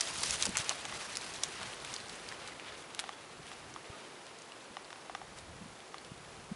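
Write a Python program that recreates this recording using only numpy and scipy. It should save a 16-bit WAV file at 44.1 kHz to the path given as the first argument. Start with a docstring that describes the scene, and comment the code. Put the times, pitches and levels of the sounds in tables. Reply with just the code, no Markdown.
"""Tall dry grass on a riverbank, a flock of white wading birds milling on the far side.
At first, stalks swish and snap busily close by; light wind puffs bump the microphone.
From 0.7 s, the hand-held case gives occasional hollow knocks.
At 3-4 s, three faint bird notes cross the water.
By the end, the grass has settled into a soft, even far-off rush with steady microphone hiss."""
import sys
import numpy as np
from scipy import signal
from scipy.fft import rfft, irfft, next_fast_len
from scipy.io import wavfile

SR = 44100
rng = np.random.default_rng(int(sys.argv[2]) if len(sys.argv) > 2 else 0)


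def master_out(mix):
    """Clip the mix to full scale and print it as 16-bit PCM to the path in sys.argv[1]."""
    frames = np.transpose(np.atleast_2d(mix))
    ceiling = np.clip(frames, -1, 1)
    pcm = np.round(ceiling * 32767).astype(np.int16)
    wavfile.write(sys.argv[1], SR, pcm)


N = 288855
TIME_S = np.arange(N) / SR

# Stalk and blade hiss spectra: (frequency [Hz], density [dB])
STALK_SPECTRUM = [(150, -17.5), (300, -19), (600, 2.5), (1200, 2.5), (2300, 3.5), (3500, -1), (5000, -3),
                  (8000, -51)]
BLADE_SPECTRUM = [(1500, -48.5), (2700, -1.5), (3800, -3.5), (6000, -1), (7800, -8), (9000, -6.5),
                  (11000, -7.5)]
# Brushed tufts: (time [s], stalk drive [dB], blade drive [dB], half-length [s])
SWISHES = [(0.23, -45, -36.5, 0.053), (0.33, -43.5, -36.5, 0.027), (0.42, -40, -37, 0.016),
           (0.606, -42, -38.5, 0.01), (0.712, -42, -45, 0.015), (1.004, -50, -47.5, 0.049),
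           (1.35, -53, -48.5, 0.34), (1.6, -45.5, -58, 0.042), (1.917, -49, -51, 0.047),
           (2.144, -53, -51, 0.04), (2.283, -48.5, -51.5, 0.033), (2.452, -51, -58, 0.05),
           (2.69, -47.5, -62, 0.036), (2.8, -67, -53.5, 0.018), (3.04, -54.5, -59, 0.057),
           (3.52, -55.5, -57, 0.05), (4.026, -57.5, -77, 0.21), (5.384, -55, -55, .014)]
# Near stalks breaking: (time [s], peak [dB], pitch [Hz], splinter decay [s], broadband share [0-1])
SNAPS = [(.0083, -12, 5760, 0.0023, 0.14), (.0115, -14, 4770, 0.0018, 0.6), (.0505, -38, 1700, 0.0012, 0),
         (.0725, -28, 3380, .002, 0), (.2325, -20, 8600, 0.0012, 0.5), (.2348, -15.5, 4700, 0.0035, 0.4),
         (.3077, -17, 6950, 0.0014, 0.03), (.3082, -28, 2600, .002, 0), (.3384, -22, 7500, .003, .7),
         (.3578, -24.5, 7000, .0005, .4), (.4225, -28, 5300, .001, .6), (.4248, -10.5, 5900, .001, 0.06),
         (.4255, -19.5, 3840, .003, 0.03), (.4322, -20, 3400, .003, .7), (.4378, -26, 2900, .002, .6),
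         (.4538, -16, 7240, 0.0062, 1), (.4656, -20, 5600, 0.0014, 1), (.4925, -28, 7500, .002, .6),
         (.554, -26.5, 2200, 0.0061, 0), (.5585, -29, 1230, 0.0036, 0), (.5699, -22, 1410, .004, 0.3),
         (.5704, -10.5, 6500, 0.0016, 0.6), (.577, -19, 6960, .004, 0.7), (.5855, -21, 6000, .0025, 0.6),
         (.644, -26.5, 5470, 0.0039, .2), (.6939, -9.5, 6000, 0.0011, 0.11), (.7028, -35, 3000, .0014, 0.6),
         (.7225, -29, 4200, 0.002, 0.3), (.8527, -23.5, 2920, 0.0039, 0.7), (1.1548, -24, 4500, 0.002, .3),
         (1.1606, -27, 4900, 0.0013, .4), (1.1704, -18.5, 4900, 0.0019, 0.7), (1.244, -33, 4500, .004, .3),
         (1.3383, -28, 6160, .0023, 0.3), (1.343, -38, 6100, .001, .2), (1.435, -14.5, 6500, 0.0016, 0),
         (1.4352, -22.5, 1600, 0.0029, 0.14), (1.4373, -21.5, 5700, 0.0018, 0),
         (1.615, -30, 1090, .0033, 0), (1.6308, -25.5, 2720, .0011, 0.3), (1.6725, -32.5, 2600, 0.0018, 0),
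         (1.736, -34, 3400, .0011, 0.1), (1.801, -38, 4670, 0.001, 0), (1.8478, -27.5, 3500, .0033, 0.22),
         (1.9396, -23, 5740, 0.0028, 0.14), (1.9635, -24.5, 4700, 0.00099, 0),
         (2.002, -35, 4000, 0.0035, 0.06), (2.084, -33, 5600, .001, .2), (2.095, -30.5, 3780, 0.0034, 0.3),
         (2.289, -28, 4670, 0.00077, .03), (2.3072, -42.5, 1980, 0.00089, 0),
         (2.316, -33, 1700, 0.00074, 0), (2.3236, -27.5, 1810, 0.00057, 0.02),
         (2.4755, -29, 4000, 0.0052, 0.4), (2.4855, -31, 1400, 0.0022, 0),
         (2.5976, -32, 2380, 0.0013, 0.02), (2.7235, -36, 1700, 0.0017, 0), (2.9484, -24, 3700, 0.0011, .7),
         (2.9923, -20.5, 3300, 0.0023, 0.5), (2.9925, -28.5, 1850, 0.0016, 0),
         (2.9973, -20.5, 3700, 0.0029, 1), (3.004, -31, 7500, .005, .9), (3.468, -34.5, 3000, .0007, .2),
         (3.7403, -33, 6000, .0007, 0.4), (4.0515, -40, 3200, .001, 0), (4.2673, -34, 3300, .0011, 0.3),
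         (4.3875, -37, 6600, 0.0017, 0), (4.42, -37, 6160, .002, 0), (4.5203, -36, 2930, .0017, 0),
         (4.8455, -43, 4530, .0015, 0), (4.851, -40, 4100, .0015, 0.1), (5.387, -32, 3600, 0.0022, .9),
         (5.804, -38, 3300, .001, .1), (5.982, -36, 4000, 0.0023, 0.06), (6.048, -36, 5200, .001, .1)]
# Case contacts: (time [s], peak [dB], low-pass [Hz], rebound delay [s], lowest-mode gain [dB])
KNOCKS = [(0.7092, -27.5, 900, 0.0018, -6), (0.7122, -27.5, 800, 0.0016, -7),
          (.856, -36, 1000, 0.0025, 9.5), (0.9246, -28.5, 4000, 0.00093, 5), (3.04, -30, 2600, 0.0014, 5),
          (3.092, -26.5, 3200, 0.00094, 4), (3.5165, -33, 2500, 0.0015, -12),
          (3.762, -30.5, 600, 0.0009, -7), (4.769, -27.5, 3000, 0.001, 6.5),
          (4.905, -34, 6000, 0.00061, -12), (4.929, -31, 6000, .0013, -10),
          (4.9588, -39.5, 4000, 0.00074, -10), (5.097, -31.5, 700, 0.0029, 9),
          (5.15, -25.5, 3830, 0.00257, 4.5), (5.2157, -35, 600, 0.0027, 10),
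          (5.9437, -29, 2000, 0.00091, 4)]
# Case resonances: (frequency [Hz], level [dB], T60 [s])
CASE_MODES = [(800, -6.5, 0.015), (1180, -3.5, 0.014), (1530, -6.5, 0.0095), (1920, -2.5, 0.0065),
              (2840, -1.5, 0.0052), (3500, -5, 0.0074), (5460, -2, 0.0038)]
# Single eddies: (time [s], peak [dB], frequency [Hz], half-length [s], churn share [0-1])
PUFFS = [(0.47, -31.5, 510, 0.0028, 0.9), (0.491, -33, 188, 0.013, 1), (0.599, -35.5, 128, 0.004, 0.4),
         (3.402, -46.5, 135, 0.0045, 0.45), (3.902, -38.5, 106, 0.0033, 0.2),
         (4.709, -44.5, 198, 0.0054, 0.74), (5.62, -41.5, 146, 0.008, 1), (5.642, -50, 140, 0.0058, 0.8),
         (5.662, -42, 159, 0.0048, 1), (6.12, -38.5, 138, 0.0037, 0.4), (6.521, -31, 196, 0.0044, 0.13)]
# Wind swells: (time [s], level [dB], half-length [s])
GUSTS = [(.26, -53, 0.1), (.51, -55, 0.048), (.92, -53, 0.024), (1.5, -62, 0.78), (3.39, -63, 0.077),
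         (3.69, -59.5, 0.053), (5.27, -60, 0.088), (5.53, -55.5, 0.1), (6.3, -57.5, 0.14)]
# Turbulence spectrum: (frequency [Hz], density [dB])
WIND_SPECTRUM = [(25, -17), (50, -2), (85, -0.5), (150, -0.5), (220, -4.5), (400, -31), (1000, -41)]
# Far bird notes: (time [s], length [s], pitch [Hz], glide [Hz/s], level [dB])
BIRD_NOTES = [(3.165, .11, 3390, -100, -62.5), (3.94, .11, 1230, -450, -56), (4.05, .06, 3080, -3500, -58)]
# Far rush plus microphone hiss, spectrum: (frequency [Hz], density [dB])
RUSH_HISS_SPECTRUM = [(35, -45), (60, -26), (128, -4), (178, -4), (293, -1), (356, 1.5), (550, 0.5),
                      (614, -1), (669, 0), (1340, -3.5), (1530, -5.5), (3490, -11.5), (9690, -18),
                      (10800, -17), (14000, -83), (22000, -120)]
# Far rush plus microphone hiss, envelope: (time [s], level [dB])
RUSH_HISS_LEVEL = [(0, -49.5), (2.5, -50.5), (3.3, -52.5), (3.8, -52), (4.0, -50.5), (4.25, -52.5),
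                   (4.5, -52.5), (5.5, -53), (6.55, -53)]

CUTOFF_HZ = 11050
AFTERCRACK_S, AFTERCRACK_DB = 0.01, -22
TICKS_PER_S, TICK_OVER_DRIVE_DB, TICK_SPREAD_DB = 8, 8.5, 2
TICK_HZ, TICK_SPREAD_OCT, TICK_SPLINTER_S, TICK_BROADBAND = 2820, 0.9, 0.0028, 0.078


def grass(stalk_drive_db, blade_drive_db):
    """Stalks and blades rub: hiss of many far contacts plus clumps of near fibre slips."""
    clumps = from_db(1.5 * drift(70))
    stalks = colour(clumps * rng.standard_normal(N), STALK_SPECTRUM)
    stalks += 0.65 * fibres(low_hz=866, high_hz=4000, per_s=420 * clumps ** 2, q=9.7)
    blades = colour(clumps * rng.standard_normal(N), BLADE_SPECTRUM)
    blades += 0.62 * fibres(low_hz=3700, high_hz=10000, per_s=1300 * clumps ** 2, q=14)
    stalk_db, blade_db = stalk_drive_db - 2.24, blade_drive_db - 1.5
    return from_db(stalk_db) * unit_rms(stalks) + from_db(blade_db) * unit_rms(blades)


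def grass_drive_db():
    """Disturbed grass settles, blades faster than stalks; brushed tufts add swishes."""
    stalk_power = settling(start_db=-42.5, fall_db_per_s=4.5, rest_db=-60)
    stalk_power += swells((s, db, half_s) for s, db, _, half_s in SWISHES)
    blade_power = settling(start_db=-40.5, fall_db_per_s=11.5, rest_db=-61.5)
    blade_power += swells((s, db, half_s) for s, _, db, half_s in SWISHES)
    return 10 * np.log10(stalk_power), 10 * np.log10(blade_power)


def fibres(low_hz, high_hz, per_s, q):
    """Random slips, mostly weak, briefly ring thin stems of many sizes; unit power."""
    onsets = rng.random(N) < per_s / SR
    strength = from_db(2.7 * np.minimum(rng.exponential(1, N), 5))
    slips = onsets * strength * rng.choice([-1, 1], N)
    stems_hz = np.geomspace(low_hz, high_hz, num=26)
    stem = rng.integers(0, len(stems_hz), N)
    rings = (resonate(slips * (stem == k) + 1e-18, hz, hz / q) for k, hz in enumerate(stems_hz))
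    return unit_rms(sum(rings))


def snaps(rows):
    """A stalk cracks, splinters and rings its hollow stem; the last fibres give way just after."""
    out, t = np.zeros(N), TIME_S[:SR // 10]
    for s, peak_db, hz, splinter_s, broadband in rows:
        force = 0.24 * rng.standard_normal(len(t)) * np.exp(-t / splinter_s)
        force += 0.013 * rng.standard_normal(len(t)) * np.exp(-t / 0.018)  # scatter off nearby stems
        force[0] += 1.4  # the break
        lag = 1 + int(AFTERCRACK_S * SR * rng.uniform(0.7, 1.3))
        force += from_db(AFTERCRACK_DB) * np.pad(force, (lag, 0))[:len(t)]
        crack = resonate(force, hz, width_hz=0.16 * hz)
        stem = 0.24 * resonate(force, 0.69 * hz, width_hz=0.26 * hz)
        splitting = broadband * butter(butter(force, 960, "high"), 10900, "low")
        add(out, s, butter(crack + stem + splitting, CUTOFF_HZ, "low", order=6), peak_db)
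    return out


def ticks(stalk_drive_db):
    """Small snaps at random times, louder while the grass is stirred."""
    onsets = np.flatnonzero(rng.random(N) < TICKS_PER_S / SR)
    scatter = rng.standard_normal((len(onsets), 2)).clip(-1.5, 1.5)
    rows = []
    for i, (loud, high) in zip(onsets, scatter):
        peak_db = stalk_drive_db[i] + TICK_OVER_DRIVE_DB + TICK_SPREAD_DB * loud
        hz = TICK_HZ * 2 ** (TICK_SPREAD_OCT * high)
        rows.append((i / SR, peak_db, hz, TICK_SPLINTER_S, TICK_BROADBAND))
    return snaps(rows)


def knocks():
    """The case shifts in the hand: a contact and a weaker rebound ring its hollow modes."""
    out, t = np.zeros(N), TIME_S[:SR // 20]
    for s, peak_db, lowpass_hz, rebound_s, lowest_db in KNOCKS:
        ring = 0
        for k, (hz, db, t60_s) in enumerate(CASE_MODES):
            pitch_hz = hz * (1 + 0.02 * rng.standard_normal())
            mode_db = db + lowest_db * (k == 0)
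            for delay_s, share in ((0, 1), (rebound_s, 0.45)):
                age_s = np.maximum(t - delay_s, 0)
                envelope = from_db(mode_db + rng.normal(0, 0.33) - 60 * age_s / t60_s)
                ring += share * envelope * np.sin(2 * np.pi * pitch_hz * age_s)
        ring = butter(ring, lowpass_hz, "low", order=1)  # softer contact, duller knock
        add(out, s, butter(ring, 766, "high", order=4), peak_db)
    return out


def wind():
    """Turbulence at the microphone: a dropping breeze, gusts, and eddies of a cycle or two."""
    power = settling(start_db=-74, fall_db_per_s=1.5, rest_db=-76) + swells(GUSTS)
    level_db = 10 * np.log10(power) + 1.5 * drift(25)
    out = from_db(level_db) * colour(rng.standard_normal(N), WIND_SPECTRUM)
    lead_s = 0.1
    t = TIME_S[:SR // 5] - lead_s
    for s, peak_db, hz, half_s, churn_share in PUFFS:
        swing = np.sin(2 * np.pi * (hz * t + rng.random()))
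        rumble = butter(rng.standard_normal(len(t)), 2 * hz, "low")
        churn = unit_rms(resonate(rumble, hz, width_hz=hz))
        envelope = np.exp(-(t / half_s) ** 2 / 2)
        add(out, s - lead_s, (swing + churn_share * churn) * envelope, peak_db)
    return out


def birds():
    """Thin, wavering notes; the path across the water flutters their level."""
    out = np.zeros(N)
    for s, length_s, hz, glide_hz_per_s, level_db in BIRD_NOTES:
        t = TIME_S - s
        pitch_hz = hz * (1 + 0.005 * drift(200)) + glide_hz_per_s * t
        envelope = from_db(level_db + 2 * drift(60)) * np.exp(-(2 * t / length_s) ** 2)
        out += envelope * np.sin(2 * np.pi * np.cumsum(pitch_hz) / SR)
    return out


def rush_and_hiss():
    """Soft, even far-off rush with steady microphone hiss."""
    level_db = np.interp(TIME_S, *np.transpose(RUSH_HISS_LEVEL))
    return from_db(level_db) * colour(rng.standard_normal(N), RUSH_HISS_SPECTRUM)


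def settling(start_db, fall_db_per_s, rest_db):
    """Power of a motion decaying to a resting level."""
    return from_db(start_db - fall_db_per_s * TIME_S) ** 2 + from_db(rest_db) ** 2


def swells(rows):
    """Summed power of Gaussian swells: (time [s], level [dB], half-length [s])."""
    return sum(from_db(db) ** 2 * np.exp(-np.minimum(((TIME_S - s) / half_s) ** 2 / 2, 50))
               for s, db, half_s in rows)


def from_db(db):
    """Decibels to gain."""
    return 10 ** (np.asarray(db) / 20)


def unit_rms(x):
    """Scale to unit power."""
    return x / np.sqrt(np.mean(x ** 2) + 1e-20)


def drift(knots_per_s):
    """Piecewise-linear random curve; unit variance."""
    knots = rng.standard_normal(N // 100)
    return np.interp(TIME_S * knots_per_s, np.arange(len(knots)), knots) * np.sqrt(3 / 2)


def butter(x, hz, kind, order=2):
    """Causal low- or high-pass."""
    return signal.sosfilt(signal.butter(order, hz, kind, fs=SR, output="sos"), x)


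def colour(x, spectrum):
    """Minimum-phase spectral shaping, rolled off below the first point; unit power."""
    hz, db = np.transpose(spectrum)
    size = next_fast_len(N + SR // 2)
    bins_hz = np.maximum(np.fft.rfftfreq(size, 1 / SR), 1)
    gain = from_db(np.interp(np.log(bins_hz), np.log(hz), db))
    gain *= np.minimum(bins_hz / hz[0], 1) ** 2
    cepstrum = irfft(np.log(gain), size)
    cepstrum[1:size // 2] *= 2  # fold onto positive time
    cepstrum[size // 2 + 1:] = 0
    response = np.exp(rfft(cepstrum))
    return unit_rms(irfft(rfft(x, size) * response, size)[:N])


def resonate(x, hz, width_hz):
    """Two-pole resonance; unit peak gain."""
    radius = np.exp(-np.pi * width_hz / SR)
    feedforward = np.array([1, 0, -1]) * (1 - radius ** 2) / 2
    feedback = [1, -2 * radius * np.cos(2 * np.pi * hz / SR), radius ** 2]
    return signal.lfilter(feedforward, feedback, x)


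def add(out, start_s, sound, peak_db):
    """Mix in a short sound at a given peak level."""
    start = int(np.clip(round(start_s * SR), 0, N - 1))
    part = sound[:N - start]
    out[start:start + len(part)] += from_db(peak_db) * part / (np.abs(sound).max() + 1e-12)


def scene():
    """All sources at one microphone in open air."""
    stalk_drive_db, blade_drive_db = grass_drive_db()
    near = grass(stalk_drive_db, blade_drive_db) + snaps(SNAPS) + knocks() + wind()
    background = rush_and_hiss() + birds()
    return (near + background + ticks(stalk_drive_db))[None]


def record(dry):
    """Steep elliptic low-pass."""
    return signal.sosfilt(signal.ellip(12, 0.2, 70, CUTOFF_HZ, fs=SR, output="sos"), dry)


dry = scene()
out = record(dry)
master_out(out)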